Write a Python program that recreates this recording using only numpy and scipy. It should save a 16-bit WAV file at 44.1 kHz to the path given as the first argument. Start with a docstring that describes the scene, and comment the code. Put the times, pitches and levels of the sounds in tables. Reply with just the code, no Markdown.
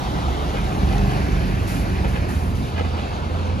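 """Tyre and fan roar, exhaust growl and a low drone come first: a heavy truck on a dusty concrete track.
It drives away while a second one nears. Roar is coloured noise, growl pulsed noise through a resonance;
engines, drone and gear whine are sums of wavering orders. Knocks in loose panels clatter, gravel ticks,
air valves hiss in four bursts (shaped noise), two thin squeaks end it (wobbling sines).
Two microphone ports hear it with their own phase and balance."""
import sys
import numpy as np
from scipy import signal
from scipy.fft import rfft, irfft
from scipy.io import wavfile
from scipy.ndimage import uniform_filter1d

SR = 44100
rng = np.random.default_rng(int(sys.argv[2]) if len(sys.argv) > 2 else 0)


def master_out(mix):
    """Clip the mix to full scale and print it as 16-bit PCM to the path in sys.argv[1]."""
    frames = np.transpose(np.atleast_2d(mix))
    ceiling = np.clip(frames, -1, 1)
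    pcm = np.round(ceiling * 32767).astype(np.int16)
    wavfile.write(sys.argv[1], SR, pcm)


N = 158760


def amp(db):
    """Level in dB to amplitude factor."""
    return 10 ** (np.asarray(db) / 20)


def evened(x):
    """Scale to unit RMS."""
    return x / np.sqrt(np.mean(x ** 2) + 1e-20)


def curve(rows, x):
    """Every later column of a table, interpolated over its first column at x."""
    cols = np.transpose(rows)
    return [np.interp(x, cols[0], c) for c in cols[1:]]


def slow(top_hz, t):
    """Slow unit-RMS drift: 16 random-phase sines up to top_hz, weaker as they quicken."""
    rates_hz = np.geomspace(top_hz / 8, top_hz, 16)
    return evened(sum(np.sin(2 * np.pi * (f * t + rng.random())) / np.sqrt(f) for f in rates_hz))


def add(mix, start_s, sound):
    """Add a sound into the mix, cut at the end."""
    part = mix[:, round(start_s * SR):][:, :sound.shape[-1]]
    part += sound[..., :part.shape[1]]


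def ring(hz, t60_s):
    """One decaying mode: a sine losing 60 dB in t60_s."""
    t = np.arange(1500) / SR
    return amp(-60 * t / t60_s) * np.sin(2 * np.pi * hz * t)


def firing_throb(depth):
    """Loudness pulsing at twice the first truck's shaft-order base, its firing rate."""
    turns = np.cumsum(curve(LEAVING, np.arange(N) / SR)[0]) / SR
    return 1 + depth * np.cos(4 * np.pi * turns)


def smooth_noise(frames, bins, over_frames, over_bins):
    """Unit-RMS random field (bins x frames), averaged over time and frequency."""
    field = uniform_filter1d(rng.standard_normal((frames, bins)), size=over_frames, axis=0)
    return evened(uniform_filter1d(field, size=over_bins, axis=1)).T


# Roar base colour: f/Hz, density/dB per Hz for first truck alongside, first leaving, second nearing
ROAR_COLOUR = [(39.5, -47, -60, -61), (72, -64, -46, -50.5), (134, -47.5, -51, -49.5),
               (210, -57, -54.5, -53.5), (320, -54.5, -53.5, -56), (476, -60, -62, -61),
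               (685, -59.5, -62.5, -60), (1280, -61, -68.5, -65.5), (1750, -72.5, -67.5, -73),
               (1910, -70, -72, -77), (2510, -75.5, -71.5, -75), (3490, -71.5, -79, -78.5),
               (4410, -79, -78.5, -80), (5500, -81.5, -83.5, -87.5), (8550, -89, -89.5, -93.5),
               (11100, -92.5, -89.5, -99), (14400, -100, -101, -111)]
# Colour turning points: alongside until t/s, leaving from t/s, leaving until t/s, nearing from t/s
COLOUR_TIMES_S = [.35, 1.1, 2.3, 2.85]
# Roar swell: t/s, bass gain/dB, middle gain/dB, treble gain/dB
ROAR_SWELL = [(0, 1, -2, 1.5), (.3, 1, -0.5, 1), (.65, 0, -0.5, 1.5), (.85, 3.5, -0.5, 1.5),
              (1.1, -1, 2.5, 3), (1.35, 0.5, 3, 1), (1.6, -1, 0.5, 0.5), (1.9, 0.5, 0.5, 0.5),
              (2.1, -3.5, 1.5, -2.5), (2.25, -3, 1.5, -1.5), (2.45, -3, -0.5, -5.5), (2.66, -1.5, -4.5, 3),
              (2.74, -3.5, -2, 1), (3.05, -2, 1, 3.5), (3.2, -1.5, -1, 1), (3.4, -4, 0, 2),
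              (3.6, 0, -1.5, 0.5)]
# Centre of each swell band: f/Hz
SWELL_CENTRES_HZ = [200, 925, 9000]
PATCH_DB, FLICKER_DB, THROB_DEPTH = 1.7, 0.55, 0.03


def roar():
    """Tyre and fan noise: drifting colour, band swells, patches, flicker and a firing throb."""
    hz, t, spectrum = signal.stft(rng.standard_normal((2, N)), SR, nperseg=1024, noverlap=768)
    log_hz = np.log(hz + 1)
    cols = np.transpose(ROAR_COLOUR)
    alongside, leaving, nearing = (np.interp(log_hz, np.log(cols[0]), c)[:, None] for c in cols[1:])
    to_leaving = np.interp(t, COLOUR_TIMES_S[:2], [0, 1])
    to_nearing = np.interp(t, COLOUR_TIMES_S[2:], [0, 1])
    db = alongside + to_leaving * (leaving - alongside) + to_nearing * (nearing - leaving)
    db = db + 10 * np.log10(SR / 2)  # density to white-noise gain
    for band, swell_db in enumerate(curve(ROAR_SWELL, t)):
        share = np.interp(log_hz, np.log(SWELL_CENTRES_HZ), np.eye(3)[band])
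        db = db + share[:, None] * swell_db
    patches = smooth_noise(len(t), len(hz), 9, 5)
    flicker = smooth_noise(len(t), len(hz), 3, 150)
    uneven_share = np.clip(hz / 600, 0, 1)[:, None]  # steadier below 600 Hz
    db = db + uneven_share * (PATCH_DB * patches + FLICKER_DB * flicker)
    noise = signal.istft(spectrum * amp(db), SR, nperseg=1024, noverlap=768)[1][:, :N]
    return noise * firing_throb(THROB_DEPTH)


# First truck's exhaust growl: t/s, level/dB
GROWL_LEVEL = [(0, -37.5), (.55, -37), (1.1, -33), (1.4, -58), (2, -70)]
GROWL_HZ, GROWL_WIDTH_HZ, GROWL_DEPTH, GROWL_LUMP_DB = 755, 170, .3, 2


def growl():
    """Noise puffs at the firing rate through one pipe resonance, twice over, in uneven lumps."""
    t = np.arange(N) / SR
    puffs = rng.standard_normal((2, N)) * firing_throb(GROWL_DEPTH)
    b, a = signal.iirpeak(GROWL_HZ, GROWL_HZ / GROWL_WIDTH_HZ, SR)
    level = amp(curve(GROWL_LEVEL, t)[0] + GROWL_LUMP_DB * slow(14, t))
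    return level * evened(signal.lfilter(b, a, signal.lfilter(b, a, puffs)))


WAVER_DB, SPEED_WAVER_SHARE, WANDER_RAD = 2.5, .008, .55


def engine(rows, orders):
    """Orders of one turning speed, each wavering in level and wandering in phase."""
    t, coarse = np.arange(N) / SR, np.arange(0, N / SR + 0.013, .01)
    hz, db, tilt_db = (curve(rows, t) + [0])[:3]  # no brightness column: flat
    speed_waver = np.interp(t, coarse, slow(8, coarse))
    turns = np.cumsum(hz * (1 + SPEED_WAVER_SHARE * speed_waver)) / SR
    hum = 0
    for multiple, order_db in orders:
        bright_db = tilt_db * np.log2(multiple / orders[0][0])
        waver_db = WAVER_DB * np.interp(t, coarse, slow(16, coarse))
        phase = 2 * np.pi * (multiple * turns + rng.random())
        wander = WANDER_RAD * np.interp(t, coarse, slow(20, coarse))
        hum = hum + amp(order_db + bright_db + waver_db) * np.cos(phase + wander)
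    return amp(db) * np.sqrt(2) * hum


# First truck's low drone: t/s, f/Hz, level/dB, brightness/dB per octave
DRONE_TRACK = [(0, 64.24, -26, 0), (.3, 67.82, -24, -3), (.9, 68.48, -27, -6), (1.35, 66.67, -26.5, -9),
               (1.75, 64.33, -30, 5), (2.05, 64.12, -26.5, 6), (2.5, 61.2, -30.5, 8),
               (3.6, 63.4, -29.5, -4)]
# Drone and its companion below: frequency ratio, level/dB
DRONE_RATIOS = [(1, -3), (0.635, -7)]


def drone():
    """Two low tones of the first truck, at a fixed ratio."""
    return engine(DRONE_TRACK, DRONE_RATIOS)


# First truck's engine: t/s, shaft-order base f/Hz, level/dB, brightness/dB per octave
LEAVING = [(0, 24.6, -45.5, -0.5), (.62, 24.7, -37.5, 1.5), (.85, 24.6, -25, 0), (1.1, 24.2, -28, 1.5),
           (1.35, 23.9, -28, -0.5), (1.76, 23.3, -29.5, 0), (2.1, 22.7, -26, -1), (2.35, 22.3, -35, 0.5),
           (2.64, 22.1, -28.5, -1), (2.72, 22, -44.5, -1)]
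# Its orders: multiple of base, level/dB
LEAVING_PARTS = [(2, 0.5), (3, -3.5), (4, -2), (5, -3.5), (6, -6.5), (7, -7.5), (8, -3), (9, -12.5),
                 (12, -12.5), (17, -16.5)]


def leaving_engine():
    """First truck's diesel: shaft orders on a base that slowly falls."""
    return engine(LEAVING, LEAVING_PARTS)


# Second truck's engine: t/s, shaft-order base f/Hz, level/dB
NEARING_TRACK = [(1.3, 26.59, -41), (1.9, 26.99, -36.5), (2.35, 27.44, -26), (2.62, 27.59, -27),
                 (2.69, 27.53, -35), (2.77, 27.73, -25.5), (3.2, 28.15, -33.5), (3.41, 28.06, -24.5),
                 (3.6, 28.1, -28.5)]
# Its orders: multiple of base, level/dB
NEARING_PARTS = [(3, 0), (5, -16), (7, -16), (8, -13), (9, -16)]


def nearing_engine():
    """Second truck's diesel: odd orders and the eighth on a base that creeps up."""
    return engine(NEARING_TRACK, NEARING_PARTS)


# Second truck's gear whine: t/s, f/Hz, level/dB
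WHINE_TRACK = [(2.6, 497, -56), (3, 506, -46), (3.3, 512, -44), (3.6, 510, -43)]


def gear_whine():
    """One wavering gear tone."""
    return engine(WHINE_TRACK, [(1, 0)])


# Body clatter over bumps: centre t/s, half-width/s, level/dB, brightness/dB per octave
CLATTER_BURSTS = [(.55, .03, -34.5, -4), (.58, .04, -39, 4), (.92, .045, -39, 3), (1.112, .045, -36, 1),
                  (2.057, .022, -32.5, -2.5), (2.162, .035, -33, -2.5), (2.775, .03, -39, 4),
                  (2.797, .045, -29.5, -3), (2.855, .03, -38, -1), (2.993, .03, -39, 3)]
# Loose panel modes: f/Hz, level/dB
PANEL_MODES = [(506, 2), (800, 1), (1300, -3), (1670, -4), (2030, -6), (2450, -5), (2910, -7)]
PANEL_T60_S, KNOCKS_PER_S = .02, 1600


def clatter():
    """Clumps of random knocks exciting the modes of loose panels."""
    out = np.zeros((2, N))
    for centre_s, half_s, db, tilt_db in CLATTER_BURSTS:
        n = round(2 * half_s * SR)
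        chance, strength = rng.random((2, 2, 8000))[..., :n]
        knocks = (chance < KNOCKS_PER_S / SR) * (strength - .5) ** 3 * np.hanning(n)
        panel = sum(amp(mode_db + tilt_db * np.log2(hz / PANEL_MODES[0][0])) * ring(hz, PANEL_T60_S)
                    for hz, mode_db in PANEL_MODES)
        burst = evened(signal.fftconvolve(knocks, panel[None], axes=1))
        add(out, centre_s - half_s, amp(db) * burst)
    return out


# Gravel ticks: t/s, lower-mode level/dB, f/Hz
GRAVEL_TICKS = [(.8899, -25, 2600), (.927, -28, 3700), (.9822, -24, 3900)]
TICK_T60_S, UPPER_RATIO, UPPER_DB = .004, 1.6, -3


def ticks():
    """Gravel ticks: two fast-decaying modes each."""
    out = np.zeros((2, N))
    for start_s, db, hz in GRAVEL_TICKS:
        upper = amp(UPPER_DB) * ring(hz * UPPER_RATIO, TICK_T60_S)
        add(out, start_s, amp(db) * (ring(hz, TICK_T60_S) + upper))
    return out


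# Air valve bursts: start t/s, hold/s, level/dB
AIR_BURSTS = [(1.669, .15, -36), (2.073, 0.11, -44.5), (2.281, 0.23, -41.5), (2.546, 0.16, -46.5)]
# Hiss colour: f/Hz, gain/dB
HISS_COLOUR = [(1500, 4), (3000, 4.5), (6000, 2), (9000, 3.5), (12000, 0), (15800, -10)]
AIR_RISE_S, AIR_SAG_DB, AIR_FALL_DB_PER_S = 0.0087, -6.5, 300


def air():
    """Air valve: bright noise with a quick rise, sagging hold and quick close."""
    t, hz = np.arange(N) / SR, np.fft.rfftfreq(N, 1 / SR)
    f, gain_db = np.transpose(HISS_COLOUR)
    colour = amp(np.interp(np.log(hz + 1), np.log(f), gain_db)) * np.minimum(hz / f[0], 1) ** 2
    hiss = evened(irfft(rfft(rng.standard_normal((2, N))) * colour, N))
    shape = np.zeros(N)
    for start_s, hold_s, db in AIR_BURSTS:
        age_s = t - start_s
        sag_db = AIR_SAG_DB * np.clip(age_s / hold_s, 0, 1)
        fall_db = AIR_FALL_DB_PER_S * np.maximum(age_s - hold_s, 0)
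        shape += np.clip(age_s / AIR_RISE_S, 0, 1) * amp(db + sag_db - fall_db)
    return hiss * shape


# Thin squeaks: start t/s, length/s, level/dB (peak 6 dB above), f/Hz
SQUEAK_TONES = [(3.11, .075, -57, 6500), (3.43, .06, -58, 6370)]


def squeaks():
    """Short high sines with randomly wobbling pitch."""
    out = np.zeros((2, N))
    for start_s, length_s, db, hz in SQUEAK_TONES:
        n = len(np.arange(0, length_s, 1 / SR))
        wobble_hz = 900 * uniform_filter1d(rng.standard_normal(5000), size=200)[:n]
        tone = np.sin(2 * np.pi * np.cumsum(hz + wobble_hz) / SR)
        add(out, start_s, amp(db) * 2 * np.hanning(n) * tone)
    return out


# Microphone ports: f/Hz, left lead/rad, likeness 0-1, left minus right level/dB
PORT_PAIR = [(0, 0, .99, -2.5), (90, .27, .97, -2.4), (250, .78, .9, -1.5), (500, 1.55, .75, 1.2),
             (800, 1.5, .72, 3.2), (1100, 2.3, .68, 0), (1400, 3.3, .5, -2.9), (1800, 4.6, .72, -.7),
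             (2200, 6.15, .82, -.8), (2700, 7, .74, -1.5), (3300, 7.5, .6, .9), (4000, 6.3, .37, 1),
             (4500, 6.5, .7, 0), (5200, 7.7, .37, 0), (5800, 6, .17, -1.3), (6500, 5.5, .66, -1.8),
             (7300, 4.1, .68, -.8)]
# The same above 8 kHz: f/Hz, left lead/rad, likeness 0-1, left minus right level/dB
PORT_PAIR_TREBLE = [(8250, np.pi, .99, 0), (9900, np.pi / 2, .85, 0), (11600, 0, .99, 0),
                    (13200, -np.pi / 2, .8, 0), (14400, -np.pi, .99, 0)]


def ports(direct, scattered):
    """Right port: the left's sound phase-shifted, mixed with unrelated scattered sound."""
    lead_rad, like, balance_db = curve(PORT_PAIR + PORT_PAIR_TREBLE, np.fft.rfftfreq(N, 1 / SR))
    like = np.clip(like, 0, 1)
    left = rfft(direct)
    mixed = like * left + np.sqrt(1 - like ** 2) * rfft(scattered)
    right = np.exp(-1j * lead_rad) * mixed
    half = amp(balance_db / 2)
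    return irfft(np.array([left * half, right / half]), N)


ECHO_S = .06  # hum back from ground and verge


def scene():
    """Noise layers and hum, direct and scattered, into the two ports."""
    direct, scattered = roar() + growl() + air() + clatter() + ticks() + squeaks()
    hum = leaving_engine() + nearing_engine() + drone() + gear_whine()
    echo = np.roll(hum, round(ECHO_S * SR))  # end wraps to the start
    return ports(direct + hum, scattered + echo)


LOW_CUT_HZ, EDGE_HZ = 41, 15800


def record(dry):
    """Microphone low cut, then the band limit."""
    low_cut = signal.butter(4, LOW_CUT_HZ, "high", fs=SR, output="sos")
    band_limit = signal.firwin(511, EDGE_HZ, window=("kaiser", 9), fs=SR)
    return signal.oaconvolve(signal.sosfilt(low_cut, dry), band_limit[None], "same")


dry = scene()
out = record(dry)
master_out(out)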